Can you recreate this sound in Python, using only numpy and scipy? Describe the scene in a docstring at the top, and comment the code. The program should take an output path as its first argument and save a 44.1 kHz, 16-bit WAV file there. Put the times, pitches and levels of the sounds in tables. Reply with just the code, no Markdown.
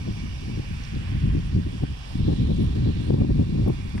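"""A locust swarm streams over an open hillside: from the start, countless wings merge into a surging hiss
while wind buffets the microphone of a slowly turning phone. Dry ticks come just before 1 s; then the
gusts build, and from 1.5 s a few insects pass close by, rustling with each wingbeat. A faint whine
swells on the right around 2.7 s. The wind peaks near 3.3 s, the gain control ducking under the
strongest gusts, and a few taps come at the end."""
import sys
import numpy as np
from scipy import signal
from scipy.fft import rfft, irfft, next_fast_len
from scipy.io import wavfile
from scipy.ndimage import uniform_filter1d

SR = 44100
rng = np.random.default_rng(int(sys.argv[2]) if len(sys.argv) > 2 else 0)


def waveform_to_disk(signal):
    """Save audio, clipped to [-1, 1], as 16-bit WAV at the path in sys.argv[1]."""
    frames = np.transpose(np.atleast_2d(signal))
    scaled = np.clip(frames, -1, 1) * 32767
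    samples = np.round(scaled).astype(np.int16)
    wavfile.write(sys.argv[1], SR, samples)


N = 176400
T = np.arange(N) / SR
HZ = np.maximum(np.arange(N // 2 + 1) * SR / N, 1)


def amp(db):
    """Decibels to gain."""
    return np.exp(np.asarray(db) * np.log(10) / 20)


def unit(x):
    """Scale to rms 1."""
    return x / np.sqrt(np.mean(x ** 2))


def curve(rows):
    """Join (time_s, value) rows by straight lines."""
    return np.interp(T, *np.array(rows).T)


def per_hz(rows, hz, column=1):
    """Read a spectrum column on a log-frequency axis."""
    rows = np.array(rows, float)
    return np.interp(np.log(hz), np.log(rows[:, 0]), rows[:, column])


def shape(x, gain):
    """Filter by a gain per frequency."""
    return irfft(rfft(x) * gain, N)


def wobble(rate_hz):
    """Random curve, spread near 1, turning rate_hz times a second."""
    return 1.2 * np.interp(T * rate_hz, np.arange(400), rng.standard_normal(400))


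def passband(freq_hz, centre_hz, width_hz):
    """Gain of a flat-topped, steep-sided band."""
    return 1 / np.sqrt(1 + (2 * (freq_hz - centre_hz) / width_hz) ** 6)


def panned(sound, level_db, pan_db):
    """Apply level and pan; pan_db is left minus right."""
    return sound * amp(level_db) * unit(amp([[pan_db / 2], [-pan_db / 2]]))


def swell(peak_s, sigma_s, centre_hz, width_hz, level_db, pan_db):
    """Noise band under a Gaussian envelope."""
    active = np.abs(T - peak_s) < 4 * sigma_s
    size = next_fast_len(int(active.sum()))
    noise = np.random.default_rng(rng.integers(1 << 30)).standard_normal((size, 2)).T
    band = passband(np.fft.rfftfreq(size, 1 / SR), centre_hz, width_hz)
    sound = unit(irfft(rfft(noise) * band, size))[:, :active.sum()]
    envelope = np.exp(-.5 * ((T[active] - peak_s) / sigma_s) ** 2)
    out = np.zeros((2, N))
    out[:, active] = panned(sound * envelope, level_db, pan_db)
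    return out


def wing_spectrum(snaps_per_s=2500, spread_db=3.5, snap_db=-8.5):
    """Dense, uneven wing snaps over the smooth rush of far insects."""
    snaps = (rng.random(N) < snaps_per_s / SR) * rng.choice([-1, 1], N)
    sizes = amp(spread_db * np.minimum(rng.exponential(size=N), 5))
    rush = rng.standard_normal(N)
    return rfft(unit(rush + amp(snap_db) * unit(snaps * sizes)))


def ripple_db(depth_db=2.6, spacing_hz=70.24):
    """Narrow resonances: random spectral peaks and dips."""
    return depth_db * np.interp(HZ / spacing_hz, np.arange(1000), rng.standard_normal(1000))


# Swarm hiss spectrum: freq_hz, left_relative_db, right_relative_db
HISS_SPECTRUM = [(200, 1.5, -6), (537, -10, -5), (785, -3, -10.5), (1170, -5.5, -4.5), (1350, -11.5, -7.5),
                 (1670, -11, -2), (1990, -16.5, -7), (2450, -9.5, -3), (2540, -18, -6), (2840, -16.5, -4),
                 (3250, -13.5, -8), (4100, -18.5, -10), (4600, -17.5, -12.5), (4930, -17, -7),
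                 (5050, -20, -14), (5580, -16.5, -10.5), (6100, -23.5, -17), (6900, -21, -18.5),
                 (8000, -26.5, -24), (9400, -23, -25.5), (10300, -22.5, -28.5), (12200, -34.5, -39),
                 (15500, -40.5, -39.5)]
# Left phase lead of the common hiss: freq_hz, lead_rad
HISS_LEAD = [(100, .6), (520, 1.57), (780, 3.43), (1030, 1.86), (1720, 4.14), (2580, 3), (3500, 5.2),
             (4600, 4.64), (5500, 6.4), (6630, 9.26), (15000, 20.9)]
# Left treble as the phone turns, before band weighting: time_s, gain_db
TURN_TREBLE = [(0, 2), (.5, 4.5), (1.0, 3), (1.5, -6), (2.1, 0), (2.6, -5), (3.2, -7), (3.6, -2), (4, -2)]
# Band weighting of the turn: freq_hz, weight
TURN_SHADING = [(1000, 0), (2400, 0.21), (4000, 0.77), (6500, 0.64), (9000, 0.16), (15000, 0.47)]


def swarm_hiss(level_db=-46, flicker_db=1.27, swell_db=.24, common_share=.48):
    """Merged wing noise; each band flickers, and the phone's turn shades the left treble."""
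    common = wing_spectrum() * np.exp(-1j * np.outer([0, 1], per_hz(HISS_LEAD, HZ)))
    colour = amp([per_hz(HISS_SPECTRUM, HZ, column) + ripple_db() for column in (1, 2)])
    separate = np.array([wing_spectrum(), wing_spectrum()])
    hiss = (np.sqrt(common_share) * common + np.sqrt(1 - common_share) * separate) * unit(colour)
    centres_hz = np.geomspace(800, 12000, 9)
    turn_db = curve(TURN_TREBLE)
    out = np.zeros((2, N))
    for hz, weights in zip(centres_hz, np.eye(len(centres_hz))):
        band = irfft(hiss * np.interp(HZ, centres_hz, weights), N)
        band *= amp(flicker_db * wobble(rate_hz=25.15))
        out[0] += band[0] * amp(turn_db * per_hz(TURN_SHADING, hz))
        out[1] += band[1]
    return out * amp(level_db + swell_db * wobble(rate_hz=10))


# Swarm surges: peak_s, sigma_s, centre_hz, width_hz, level_db, pan_db
SWARM_SURGES = [(.25, .4, 5680, 700, -58.5, -8), (.35, 0.31, 4900, 350, -59.5, -3),
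                (.35, .4, 2310, 203, -53.5, -15.5), (0.353, 0.34, 2860, 500, -52.5, -16.5),
                (0.801, 0.17, 2500, 500, -52.5, -13), (1.107, 0.37, 1840, 810, -52, -6),
                (1.147, .3, 2869, 905, -50.3, -9), (2.105, 0.21, 5060, 700, -58, -6),
                (1.9, .25, 2978, 800, -52.5, -9), (2.44, .24, 3534, 1220, -48.5, -16),
                (2.968, 0.18, 3570, 1613, -50, -18), (3.451, .2, 3900, 900.4, -56, -15),
                (3.85, .18, 2320, 450, -56, -14)]


def swarm_surges():
    """Parts of the swarm swell and fade."""
    return sum(swell(*row) for row in SWARM_SURGES)


def whine():
    """A faint, thin tone on the right."""
    return swell(peak_s=2.7, sigma_s=.23, centre_hz=11030, width_hz=8, level_db=-75, pan_db=-9)


def wing_clicks(clicks_per_s=50, level_db=-72, spread_db=2.5, centre_hz=6000, sigma_octaves=.75):
    """Sparse dry snaps of the nearest wings, scattered left and right."""
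    sizes = amp(spread_db * np.minimum(rng.exponential(size=N), 3))
    snaps = sizes * (rng.random(N) < clicks_per_s / SR)
    pan_rad = rng.random(N) * np.pi / 2
    stereo = snaps * np.array([np.cos(pan_rad), np.sin(pan_rad)])
    band = np.exp(-.5 * (np.log2(HZ / centre_hz) / sigma_octaves) ** 2)
    return unit(shape(stereo, band)) * amp(level_db)


# Close passes: peak_s, sigma_s, centre_hz, width_hz, level_db, pan_db
CLOSE_PASSES = [(1.469, 0.015, 9400, 2408, -63, 6), (2.177, 0.017, 9330, 2803, -63, -5),
                (2.564, 0.028, 7040, 4000, -61, -2), (2.631, 0.032, 9800, 2398, -63, 4.5),
                (3.053, .04, 9000, 2994, -65, 1), (3.978, 0.013, 9103, 2000, -58, 4)]


def close_locusts(wingbeat_hz=58, depth_db=7):
    """Single insects rustle past, one burst per wingbeat."""
    out = np.zeros((2, N))
    for peak_s, *settings in CLOSE_PASSES:
        beats = amp(depth_db * np.cos(2 * np.pi * wingbeat_hz * (T - peak_s)))
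        out += swell(peak_s, *settings) * unit(beats)
    return out


# Ticks and taps near the phone: start_s, decay_s, centre_hz, width_hz, peak_db, pan_db
DRY_TAPS = [(.837, 0.0027, 5000, 2750, -38, -14), (0.851, 0.0012, 4630, 2780, -34, -10),
            (.951, 0.0014, 4150, 2000, -37, -15), (3.6836, .0004, 11000, 2600, -38, 12),
            (3.976, 0.0022, 1260, 1009, -42.5, 3), (3.979, 0.0036, 1690, 1410, -32.5, 5)]


def taps():
    """Dry contacts: instant onset, gone within milliseconds."""
    out = np.zeros((2, N))
    for start_s, decay_s, centre_hz, width_hz, peak_db, pan_db in DRY_TAPS:
        envelope = (T >= start_s) * np.exp(-np.clip((T - start_s) / decay_s, 0, 20))
        burst = shape(rng.standard_normal(N) * envelope, passband(HZ, centre_hz, width_hz))
        out += panned(burst / np.abs(burst).max(), peak_db, pan_db)
    return out


# Eddy pressure spectrum at drift speed 1: freq_hz, relative_db
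EDDY_SPECTRUM = [(12, -15), (30, -7.5), (75, 1.5), (120, -0.6), (200, -4.5), (300, -12.5), (450, -22),
                 (700, -40), (1200, -67), (3000, -83)]


def eddies():
    """Pressure pattern frozen into the moving air, of even strength."""
    air = shape(rng.standard_normal(N), amp(per_hz(EDDY_SPECTRUM, HZ)))
    return air / np.sqrt(uniform_filter1d(air ** 2, size=1100, mode="wrap"))


# Gust strength at the microphone: time_s, strength_db
GUSTS = [(0, -27.5), (.04, -34.5), (.08, -29), (.11, -27.5), (.13, -33), (.34, -30.5), (.4, -37.5),
         (.48, -31), (.6, -31), (.63, -37), (.71, -29), (.87, -38), (.98, -27), (1.03, -34.5),
         (1.16, -23.5), (1.21, -29), (1.24, -20.5), (1.39, -23.5), (1.42, -30), (1.45, -24.5),
         (1.52, -29.5), (1.55, -20), (1.59, -22), (1.62, -30), (1.66, -26.5), (1.72, -34.5), (1.84, -25.5),
         (1.87, -37.5), (1.92, -28), (1.95, -37.5), (2.08, -39.5), (2.18, -29), (2.21, -20.5),
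         (2.25, -22.5), (2.33, -21), (2.37, -31), (2.4, -21), (2.5, -21), (2.64, -20.5), (2.74, -26),
         (2.79, -22), (2.89, -21.5), (2.93, -29.5), (3.0, -23), (3.03, -29), (3.14, -19.5), (3.17, -25),
         (3.2, -20.5), (3.28, -26), (3.31, -16), (3.34, -22.5), (3.42, -18), (3.45, -27), (3.52, -25),
         (3.6, -20), (3.7, -24), (3.8, -34), (3.89, -30.5), (3.92, -37), (3.96, -25.5), (4, -27)]
# Sudden buffets on the gusts: peak_s, half_width_s, strength_db
WIND_BUFFETS = [(0.087, .014, 9), (0.574, 0.0079, 6.5), (0.599, 0.0062, 10), (0.968, 0.0093, 6.5),
                (1.373, .03, 2.5), (1.565, .025, 2), (1.837, 0.0074, 8.5), (2.157, 0.0065, 6.5),
                (2.285, 0.0073, 5), (2.33, .007, 6.5), (2.901, 0.0086, 3.5), (3.105, 0.0053, 10),
                (3.142, 0.0058, 8.5), (3.218, 0.0066, 8), (3.248, 0.0083, 5), (3.361, 0.00675, 6.5),
                (3.396, 0.00506, 7.5), (3.496, 0.0032, 6.5), (3.663, 0.00394, 8), (3.679, 0.0068, 8),
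                (3.702, 0.0074, 8.5)]
# Base drift of the eddies: time_s, speed_ratio
EDDY_DRIFT = [(0, .85), (.08, 1.27), (.14, 0.84), (.3, .95), (.58, 1.1), (.72, .8), (.9, 0.9), (1.2, .8),
              (1.36, .88), (1.47, .8), (1.65, 1.12), (1.82, 1.31), (1.92, .85), (2.18, .85), (2.3, 1.107),
              (2.41, .95), (2.52, 1.15), (2.63, .95), (2.88, 1.15), (2.99, .82), (3.06, 1.25), (3.22, 1.12),
              (3.32, .88), (3.55, 1.0), (3.69, 1.247), (3.75, .88), (4, 1.0)]
# Duller wind on the right: freq_hz, gain_db
RIGHT_RESPONSE = [(30, 1), (120, 0), (200, -3.4), (300, -2), (550, -9), (900, -3.5)]


def wind(gain_db=1.93, reference_db=-25, core_s=.0012, core_db=6, right_only_db=-10.5, lag_s=.00086):
    """Eddies cross the microphone port: stronger gusts carry them faster, so louder and brighter."""
    buffet_db, cores = np.zeros((2, N))
    for peak_s, half_width_s, strength_db in WIND_BUFFETS:
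        buffet_db += strength_db * np.exp(-np.minimum(((T - peak_s) / half_width_s) ** 2, 20))
        offset = (T - peak_s) / core_s
        cores += offset * np.exp(-np.minimum(offset ** 2 / 2, 20))  # one pressure swing: a thump
    gust_db = curve(GUSTS) + 1.26 * wobble(rate_hz=45)
    speed_db = .1615 * (gust_db - reference_db) + .34 * buffet_db + .96 * wobble(rate_hz=70)
    position = np.cumsum(curve(EDDY_DRIFT) * amp(speed_db)) % N
    force = amp(gust_db + .5 * buffet_db + gain_db)
    common, right_only = (np.interp(position, np.arange(N), eddies()) * force for _ in range(2))
    left = common + amp(core_db) * cores * force
    dull_and_late = amp(per_hz(RIGHT_RESPONSE, HZ)) * np.exp(-2j * np.pi * HZ * lag_s)
    right = shape(left + amp(right_only_db) * right_only, dull_and_late)
    return np.array([left, right])


def scene():
    """Close insects, taps and wind over the swarm, in stereo."""
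    return close_locusts() + taps() + wind() + swarm_hiss() + wing_clicks() + swarm_surges() + whine()


def record(dry):
    """Gain control ducks under strong buffets and recovers slowly; a low-pass cuts the top."""
    threshold_db, duck_db_per_db, release_s, cutoff_hz = -12, .33, .5, 15740
    release = np.exp(-T / release_s)
    held_peak = np.maximum.accumulate(np.abs(dry).max(axis=0) / release) * release
    envelope = uniform_filter1d(held_peak, size=300)
    gain = np.maximum(envelope / amp(threshold_db), 1) ** -duck_db_per_db
    lowpass = signal.ellip(10, .1, 80, cutoff_hz, fs=SR, output="sos")
    return signal.sosfilt(lowpass, dry * gain)


dry = scene()
out = record(dry)
waveform_to_disk(out)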